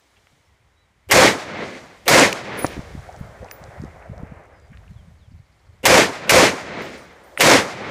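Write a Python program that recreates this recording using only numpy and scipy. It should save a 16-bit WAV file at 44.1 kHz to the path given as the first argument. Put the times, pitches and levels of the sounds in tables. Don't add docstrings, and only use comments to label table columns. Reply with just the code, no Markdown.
import sys
import numpy as np
from scipy import signal
from scipy.fft import rfft, irfft
from scipy.io import wavfile
from scipy.ndimage import uniform_filter1d, minimum_filter1d

SR = 44100
rng = np.random.default_rng(int(sys.argv[2]) if len(sys.argv) > 2 else 0)


def pcm_store(signal):
    levels = np.round(np.clip(np.atleast_2d(signal), -1, 1) * 32767)
    wavfile.write(sys.argv[1], SR, levels.astype(np.int16).T)


def level_to_linear(level):
    exponent = np.asarray(level, float) / 20
    return 10 ** exponent


N = 348654
TIME = np.arange(N) / SR


def unit(x):
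    return x / np.sqrt(np.mean(x ** 2))


def colour(x, table):
    hz, db = np.transpose(table)
    f = np.fft.rfftfreq(len(x), 1 / SR) + 1
    gain_db = np.interp(np.log(f), np.log(hz), db, left=-60, right=-60)
    return unit(irfft(rfft(x) * level_to_linear(gain_db), len(x)))


def band(x, hz, octaves):
    f = np.fft.rfftfreq(len(x), 1 / SR) + 1
    return irfft(rfft(x) * np.exp(-(np.log2(f / hz) / octaves) ** 2), len(x))


def add(out, s, x):
    i = int(s * SR)
    out[i:i + len(x)] += x[:len(out) - i]


def pulse(ms, rebound):
    t = (np.arange(SR // 50) / SR * 1000 - 5) / ms
    return np.exp(-3 * t ** 2) - rebound * np.exp(-((t - 4) / 3) ** 2)


def wavelet(hz, cycles, phase):
    turns = np.arange(-2048, 2048) / SR * hz
    return np.exp(-4.5 * (turns / cycles) ** 2) * np.sin(2 * np.pi * (turns + phase))


def walk(rate_hz, size=N):
    k = int(SR / rate_hz)
    held = np.repeat(rng.standard_normal(size // k + 1), k)
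    return unit(uniform_filter1d(uniform_filter1d(held, k), k)[:size])


def scatter(size, spread_db):
    return unit(rng.standard_normal(size) * level_to_linear(spread_db * rng.exponential(size=size)))


def contacts(rows, octaves, ms):
    out, t_ms = np.zeros(N), np.arange(4096) / SR * 1000
    for s, db, hz, *wide in rows:
        noise = rng.standard_normal(len(t_ms))
        noise[int(ms * SR / 1000)] += 12
        burst = band(noise, hz, octaves * np.prod(wide)) * (t_ms / ms) * np.exp(-t_ms / ms)
        add(out, s, level_to_linear(db) * burst / np.abs(burst).max())
    return out


# time in seconds, far trees in dB, the shooter's movement in dB (cloth
WIND = [(0, -66.5, -66.5), (.32, -66, -66.5), (.601, -73, -72.5), (1.04, -81, -72), (1.88, -50, -60),
        (2.03, -58.5, -59), (2.74, -44.5, -61), (2.95, -46, -58.5), (3.74, -45, -60), (4.0, -47.5, -65.5),
        (4.35, -46, -67), (4.51, -49.5, -68.5), (4.63, -57.5, -68), (5.0, -61, -67), (5.4, -65, -70.5),
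        (6.95, -51, -70), (7.33, -48, -60.5)]
# frequency in Hz, density in dB per Hz.
TREE_ROAR = [(150, -27), (250, -7.5), (400, -2.5), (600, 2), (780, -2), (950, -6), (1400, -7.5),
             (2150, -10), (2700, -22), (3900, -44)]
CLOTH_HISS = [(2000, -32.5), (3000, -3), (5000, -6), (7000, -7.5), (9500, -12.5), (13000, -20), (15500, -20)]
STILL_AIR = [(100, -9), (300, -3), (1000, -3.5), (1600, -6.5), (2150, -3), (2700, -12), (4000, -19.5)]


def wind():
    s, *columns = np.transpose(WIND)
    roar_db, hiss_db = (np.interp(TIME, s, c) for c in columns)
    roar = colour(rng.standard_normal(N), TREE_ROAR)
    flicker = sum(level_to_linear(2.4 * walk(45)) * band(roar, hz, 0.63) for hz in (200, 400, 800, 1600, 3200))
    out = level_to_linear(roar_db - 1.5) * np.clip((roar_db + 71.0) / 12, 0, 1) * flicker
    out += level_to_linear(-66 + 0.37 * (hiss_db + 73.5)) * colour(rng.standard_normal(N), STILL_AIR)
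    return out + level_to_linear(hiss_db - 1.0 + 1.0 * walk(2.9)) * colour(scatter(N, 1.2), CLOTH_HISS)


# time in seconds, rumble in dB.
GUSTS = [(0, -71), (.26, -79), (.32, -62), (1.05, -67), (1.9, -79), (2.72, -70), (2.79, -49), (3.3, -48),
         (3.9, -52), (4.0, -64), (4.35, -52), (4.48, -68), (4.63, -50.5), (5.35, -49.5), (5.58, -70),
         (5.68, -53.5), (5.8, -57), (7.4, -62.5)]
# time in seconds, peak in
# dB, frequency in Hz.
EDDIES = [(2.7792, -17.5, 180), (2.794, -17, 137), (2.953, -20, 177), (2.979, -26.5, 118),
          (2.994, -25.5, 93.5), (3.2135, -18, 120), (3.43, -35.5, 190), (1.082, -36.5, 90),
          (3.6195, -33.5, 160), (3.6883, -33, 119), (3.802, -25, 140), (3.8256, -24.5, 181),
          (3.8395, -17.5, 209), (3.854, -29, 157), (2.769, -25.5, 300), (5.285, -37, 104), (4.1, -24, 145),
          (4.1203, -24.5, 107), (4.204, -26.5, 126), (4.2347, -20.5, 173), (4.3228, -26, 163),
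          (5.3218, -40.5, 211), (4.7086, -35.5, 113), (4.722, -36, 188), (4.914, -30.5, 137),
          (4.9658, -30, 102), (5.0833, -38, 154), (5.3473, -36, 87), (5.403, -36.5, 122),
          (5.6989, -38.5, 90.3)]
# frequency in Hz, density in dB per Hz.
RUMBLE = [(20, -18), (35, -11.5), (60, 0), (90, -1.5), (130, -10), (200, -15), (300, -31), (500, -51)]


def port():
    wake_db, wake_s = -26.5, 0.058
    small_db, small_hz = 7, 109
    out = np.zeros(N)
    power = level_to_linear(np.interp(TIME, *np.transpose(GUSTS))) ** 2
    for (s, db, hz), phase in zip(EDDIES, rng.random(len(EDDIES))):
        cycles = 0.73 - 0.06 * (db + 18.5)
        add(out, s - 2048 / SR, level_to_linear(db - 0.5) * wavelet(hz, cycles, phase))
        power = power + level_to_linear(db + wake_db) ** 2 / (1 + ((TIME - s) / wake_s) ** 2)
    rumble = np.sqrt(power)
    for when, size, pitch, phase in rng.random((170, 4)):
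        s = .1 + when * (TIME[-1] - .2)
        eddy = wavelet(small_hz * 2 ** (1.2 * pitch - .6), 1.3, phase)
        add(out, s - 2048 / SR, rumble[int(s * SR)] * level_to_linear(small_db - 9 * size) * eddy)
    return out + rumble * level_to_linear(3.0 * walk(30)) * colour(rng.standard_normal(N), RUMBLE)


# start in seconds, peak in dB, frequency in Hz.
SCUFFS = [
    (.16, -47, 2400),
    (4.726, -42, 1670),
    (4.83, -49, 1490),
    (5.66, -54, 1284),
]
# start in seconds, peak in dB, frequency in Hz.
RUSTLES = [(3.088, -27.5, 620), (3.139, -32.5, 744), (3.418, -30, 505), (3.443, -32, 760),
           (3.644, -43, 614), (3.76, -34.5, 550), (3.978, -43, 646), (4.013, -38, 627), (4.054, -34, 680),
           (4.129, -35, 580)]


def cloth():
    return contacts(SCUFFS, octaves=0.63, ms=8.7) + contacts(RUSTLES, octaves=.4, ms=6.1)


# start in seconds, peak in dB, frequency in Hz, width as a factor.
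CLACKS = [(.2700, -40, 1300, 1.0), (2.3270, -8, 2000, .9), (2.1965, 4, 7450, 0.41), (2.647, -17, 1900, 0.5),
          (3.4860, -38, 2400, .3), (3.5123, -26.5, 1780, .6), (4.025, -38, 2100, 0.28),
          (4.7722, -35, 2100, .95), (4.8790, -45, 2500, 0.26), (7.3749, -11.5, 1700, 0.79)]


def plastic():
    return contacts(CLACKS, octaves=0.91, ms=0.9)


# start in seconds, length in seconds, start in Hz, end in Hz, arch in Hz, level in dB.
WHISTLES = [
    (.45, .04, 5300, 5500, -3, -74),
    (0.765, 0.094, 3780, 3780, 166, -69),
    (4.524, 0.073, 5350, 4870, -60, -74),
    (4.6, 0.086, 4870, 4650, 60, -72),
    (4.9, 0.055, 4460, 3900, 0, -73.5),
    (4.96, 0.058, 3570, 3000, 0, -67),
    (5.18, 0.095, 4600, 3060, -250, -69),
]


def birds():
    out = np.zeros(N)
    for s, length_s, start_hz, end_hz, arch_hz, db in WHISTLES:
        x = np.linspace(0, 1, int(length_s * SR))
        hz = start_hz + (end_hz - start_hz) * x + arch_hz * np.sin(np.pi * x)
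        level = level_to_linear(db + 1.5 + 1.6 * walk(70, size=SR)[:len(x)]) * np.sin(np.pi * x) ** 0.25
        add(out, s, level * np.sin(2 * np.pi * np.cumsum(hz) / SR))
    return out


# delay in seconds, level in dB.
ECHOES = [(.006, -10.5), (.027, -17), (.11, -8.5), (.17, -16.5), (.26, -33.5), (.35, -37.5), (.49, -32.5),
          (.58, -38), (.94, -61.5)]
# frequency in Hz, density in dB per Hz.
BLAST = [(15, -57), (25, -34.5), (60, -17.5), (200, -10.5), (290, -8), (400, -7), (520, -4), (650, -5),
         (850, -6.5), (1400, -8.5), (2150, -6.5), (2850, -14), (6550, -18.5), (10500, -29.5), (15500, -40)]
CRACK = [(120, -43.5), (200, -18), (769, -1.5), (1510, -7), (2090, 0.5), (3300, -9), (4580, -9.5),
         (15500, -18.5)]


def blast(same, new, crack, lumps_db):
    t = np.arange(len(new)) / SR
    level_db = np.interp(t, *np.transpose(ECHOES + [(1.45, -75)]))
    bass_db = -1 + 9 * (1 - np.exp(-t / 0.22)) - 3.5 * np.exp(-((t - .31) / 0.027) ** 2)
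    treble_db = 3.5 - 7.5 * (1 - np.exp(-t / .2)) - 10.5 * np.exp(-((t - .45) / 0.092) ** 2)
    echo = 0
    for k, hz in enumerate(30 * 2 ** np.arange(0, 9.1, .5)):
        share = np.clip(1.1 - hz / 3000, 0, .9)
        place = np.log2(hz / 800)
        tilt_db = bass_db * min(-place / 1.9, 1.2) if place < 0 else treble_db * (place / 3.1) ** 3.0
        tilt_db = tilt_db - 6.5 * max(np.log2(120 / hz), 0) * np.minimum(t / .3, 1)
        mixed = np.sqrt(share) * same + np.sqrt(1 - share) * new
        echo = echo + level_to_linear(tilt_db + lumps_db[k // 3]) * band(mixed, hz, 0.4)
    echo = echo * level_to_linear(level_db + 1.0)
    echo += level_to_linear(-2.0) * colour(crack, CRACK) / (1 + np.exp(np.clip((t - .018) / 0.002, -50, 50)))
    return echo * (1 - np.exp(-t / 0.00043))


# frequency in Hz, density in dB per Hz.
LEAD_SWELL = [(100, -11.5), (300, -1), (550, 4.5), (1200, -15.5), (2800, -4.5), (4500, -27), (15000, -35.5)]


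def lead_swell(crack, lead_s, lead_db):
    before_s = np.arange(1000, 0, -1) / SR
    swell = level_to_linear(-16.5) + 1 / (1 + np.exp((before_s - lead_s) / 0.0017))
    body = colour(rng.standard_normal(len(crack)), LEAD_SWELL)[:1000]
    sizzle = unit(band(crack, 7000, 1.7))[:1000]
    return level_to_linear(lead_db) * body * swell + level_to_linear(lead_db - 22) * sizzle


# start in seconds, level in dB, stance 0-1, lead-in in seconds, lead-in in dB.
SHOTS = [
    (1.1110, -0.5, 0.09, 0.012, -24),
    (2.0791, -0.5, 1, 0.012, -25.5),
    (5.8535, -1, 0.1, 0.014, -23.5),
    (6.2936, -1, 0.08, 0.016, -34),
    (7.4057, -0.5, 1, 0.0082, -17.5),
]
# delay in seconds, level in dB.
BANKS = [(.0285, -2), (.0355, -6), (.0485, -4), (.0545, -4), (.067, -5), (.080, -4), (.092, -3), (.095, -5)]
# delay in seconds, level in dB, frequency in Hz, length in cycles.
RINGS = [(.054, -4.5, 620, 3.), (.079, -2, 530, 6.), (.095, -7.5, 560, 3.), (.114, -3.5, 519, 6.),
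         (.128, -13.5, 605, 3.), (.147, -12, 559, 5.4), (.10, -12, 280, 3.), (0.141, -15, 287.2, 3.),
         (.515, -28, 400, 5.4)]


def shots():
    out, size = np.zeros(N), 65536
    t = np.arange(size) / SR
    stances = [scatter(size, 1.8) for _ in range(2)]
    phases = rng.random(len(RINGS))
    lumps_db = [1.6 * walk(30, size=size) * np.minimum(t / 0.28, 1) for _ in range(7)]
    for start, db, stance, lead_s, lead_db in SHOTS:
        same = colour(stances[int(round(stance))], BLAST)
        new = colour(scatter(size, 0.98), BLAST)
        crack = scatter(size, 1.4)
        add(out, start - 1000 / SR, lead_swell(crack, lead_s, lead_db))
        add(out, start, level_to_linear(db) * blast(same, new, crack, lumps_db))
        for delay, bank_db in BANKS:
            add(out, start + delay + .003 * stance - .005, -level_to_linear(db + bank_db) * pulse(0.39, .2))
        for (delay, ring_db, hz, cycles), phase in zip(RINGS, phases):
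            thud = wavelet(hz, cycles, phase)
            add(out, start + delay + .002 * stance - 2048 / SR, level_to_linear(db + ring_db) * thud)
    return out


# start in seconds, peak in dB.
CLICKS = [(2.3292, -10), (2.6475, -24), (2.6637, -20), (2.6666, -17), (2.8155, -40), (2.8719, -48),
          (3.0294, -42), (3.1258, -41), (3.1628, -36), (3.445, -35), (3.512, -22.5), (3.639, -31),
          (3.817, -36), (3.8362, -42), (3.8467, -39), (4.179, -40), (4.5995, -47), (5.849, -29), (7.4, -9)]
# start in seconds, peak in dB.
TICKS = [(2.3267, -21), (2.796, -44), (3.5095, -35), (4.2063, -53), (6.82, -33), (6.9741, -52),
         (7.1302, -49.5), (7.1694, -56)]


def metal():
    clicks = contacts([(*row, 5370) for row in CLICKS], octaves=.6, ms=.85)
    return clicks + contacts([(*row, 12000) for row in TICKS], octaves=.45, ms=.9)


# frequency in Hz, level in dB, t60 in seconds.
CASES = [
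    [(9787, 0, 0.15), (9620, -13, 0.31), (12540, -7, 0.4), (14315, -3, 0.31)],
    [(10270, -1, 0.17), (10140, -14, .2), (13080, -17, .3), (14760, 2, 0.17)],
    [(9300, -2, 0.22), (9313, -7, 0.21), (12140, -1.5, 0.36), (14250, -1, .45)],
]
# start in seconds, low pair in dB, upper rings in dB.
BOUNCES = [
    [(2.5727, -42, -47), (2.586, -31, -36), (2.62, -30, -52), (3.183, -58, -63)],
    [(3.513, -45, -39)],
    [(6.8206, -75, -60), (6.9747, -53, -68), (7.2351, -60, -63), (7.374, -41, -55)],
]


def brass():
    out, t = np.zeros(N), np.arange(SR // 2) / SR
    for modes, bounces in zip(CASES, BOUNCES):
        for s, low_db, upper_db in bounces:
            for (hz, mode_db, t60), db in zip(modes, (low_db, low_db, upper_db, upper_db)):
                flutter_db = 3 * walk(70.6, size=len(t))
                level = level_to_linear(db + mode_db - 60 * t / t60 + flutter_db) * (1 - np.exp(-t / 0.0023))
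                add(out, s, level * np.sin(2 * np.pi * hz * t))
    return out


# start in seconds, peak in dB, pulse in ms, rebound as a ratio, sign.
KNOCK = [
    (2.646, 0, .38, .25, -1),
    (2.6508, -7, .5, .15, 1),
]


def knock():
    out = np.zeros(N)
    highpass = signal.butter(1, 90, "high", fs=SR, output="sos")
    for s, db, ms, rebound, sign in KNOCK:
        add(out, s - .005, sign * level_to_linear(db) * signal.sosfilt(highpass, pulse(ms, rebound)))
    return out


def grit():
    shifting = (TIME > 2.75) & (TIME < 4.95)
    grains = (rng.random(N) < 120 / SR) * shifting * rng.standard_normal(N)
    return level_to_linear(-46) * band(grains, 6500, .7)


def insect():
    throb = np.maximum(np.cos(2 * np.pi * 14.3 * (TIME - 5.39)), 0) ** 1.5 * (TIME > 5.3) * (TIME < 5.78)
    return level_to_linear(-71.5) * throb * unit(band(rng.standard_normal(N), 4540, 0.25))


def scene():
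    mix = wind() + port() + cloth() + plastic() + birds() + shots()
    mix += metal() + brass() + knock() + grit() + insect()
    return mix[None]


def top_cut(x):
    return signal.sosfilt(signal.butter(12, 16450, fs=SR, output="sos"), x)


# frequency in Hz, gain in dB.
TREBLE_TOP = [(10, 0), (15250, 0), (15500, -26), (16400, -33), (16500, -60)]


def record(dry):
    gain = np.minimum(1, .96 / (np.abs(dry) + 1e-9))
    gain = uniform_filter1d(minimum_filter1d(gain, size=257), size=257)
    hz, db = np.transpose(TREBLE_TOP)
    top = level_to_linear(np.interp(np.fft.rfftfreq(N, 1 / SR), hz, db))
    return top_cut(irfft(rfft(dry * gain) * top, N))


dry = scene()
out = record(dry)
pcm_store(out)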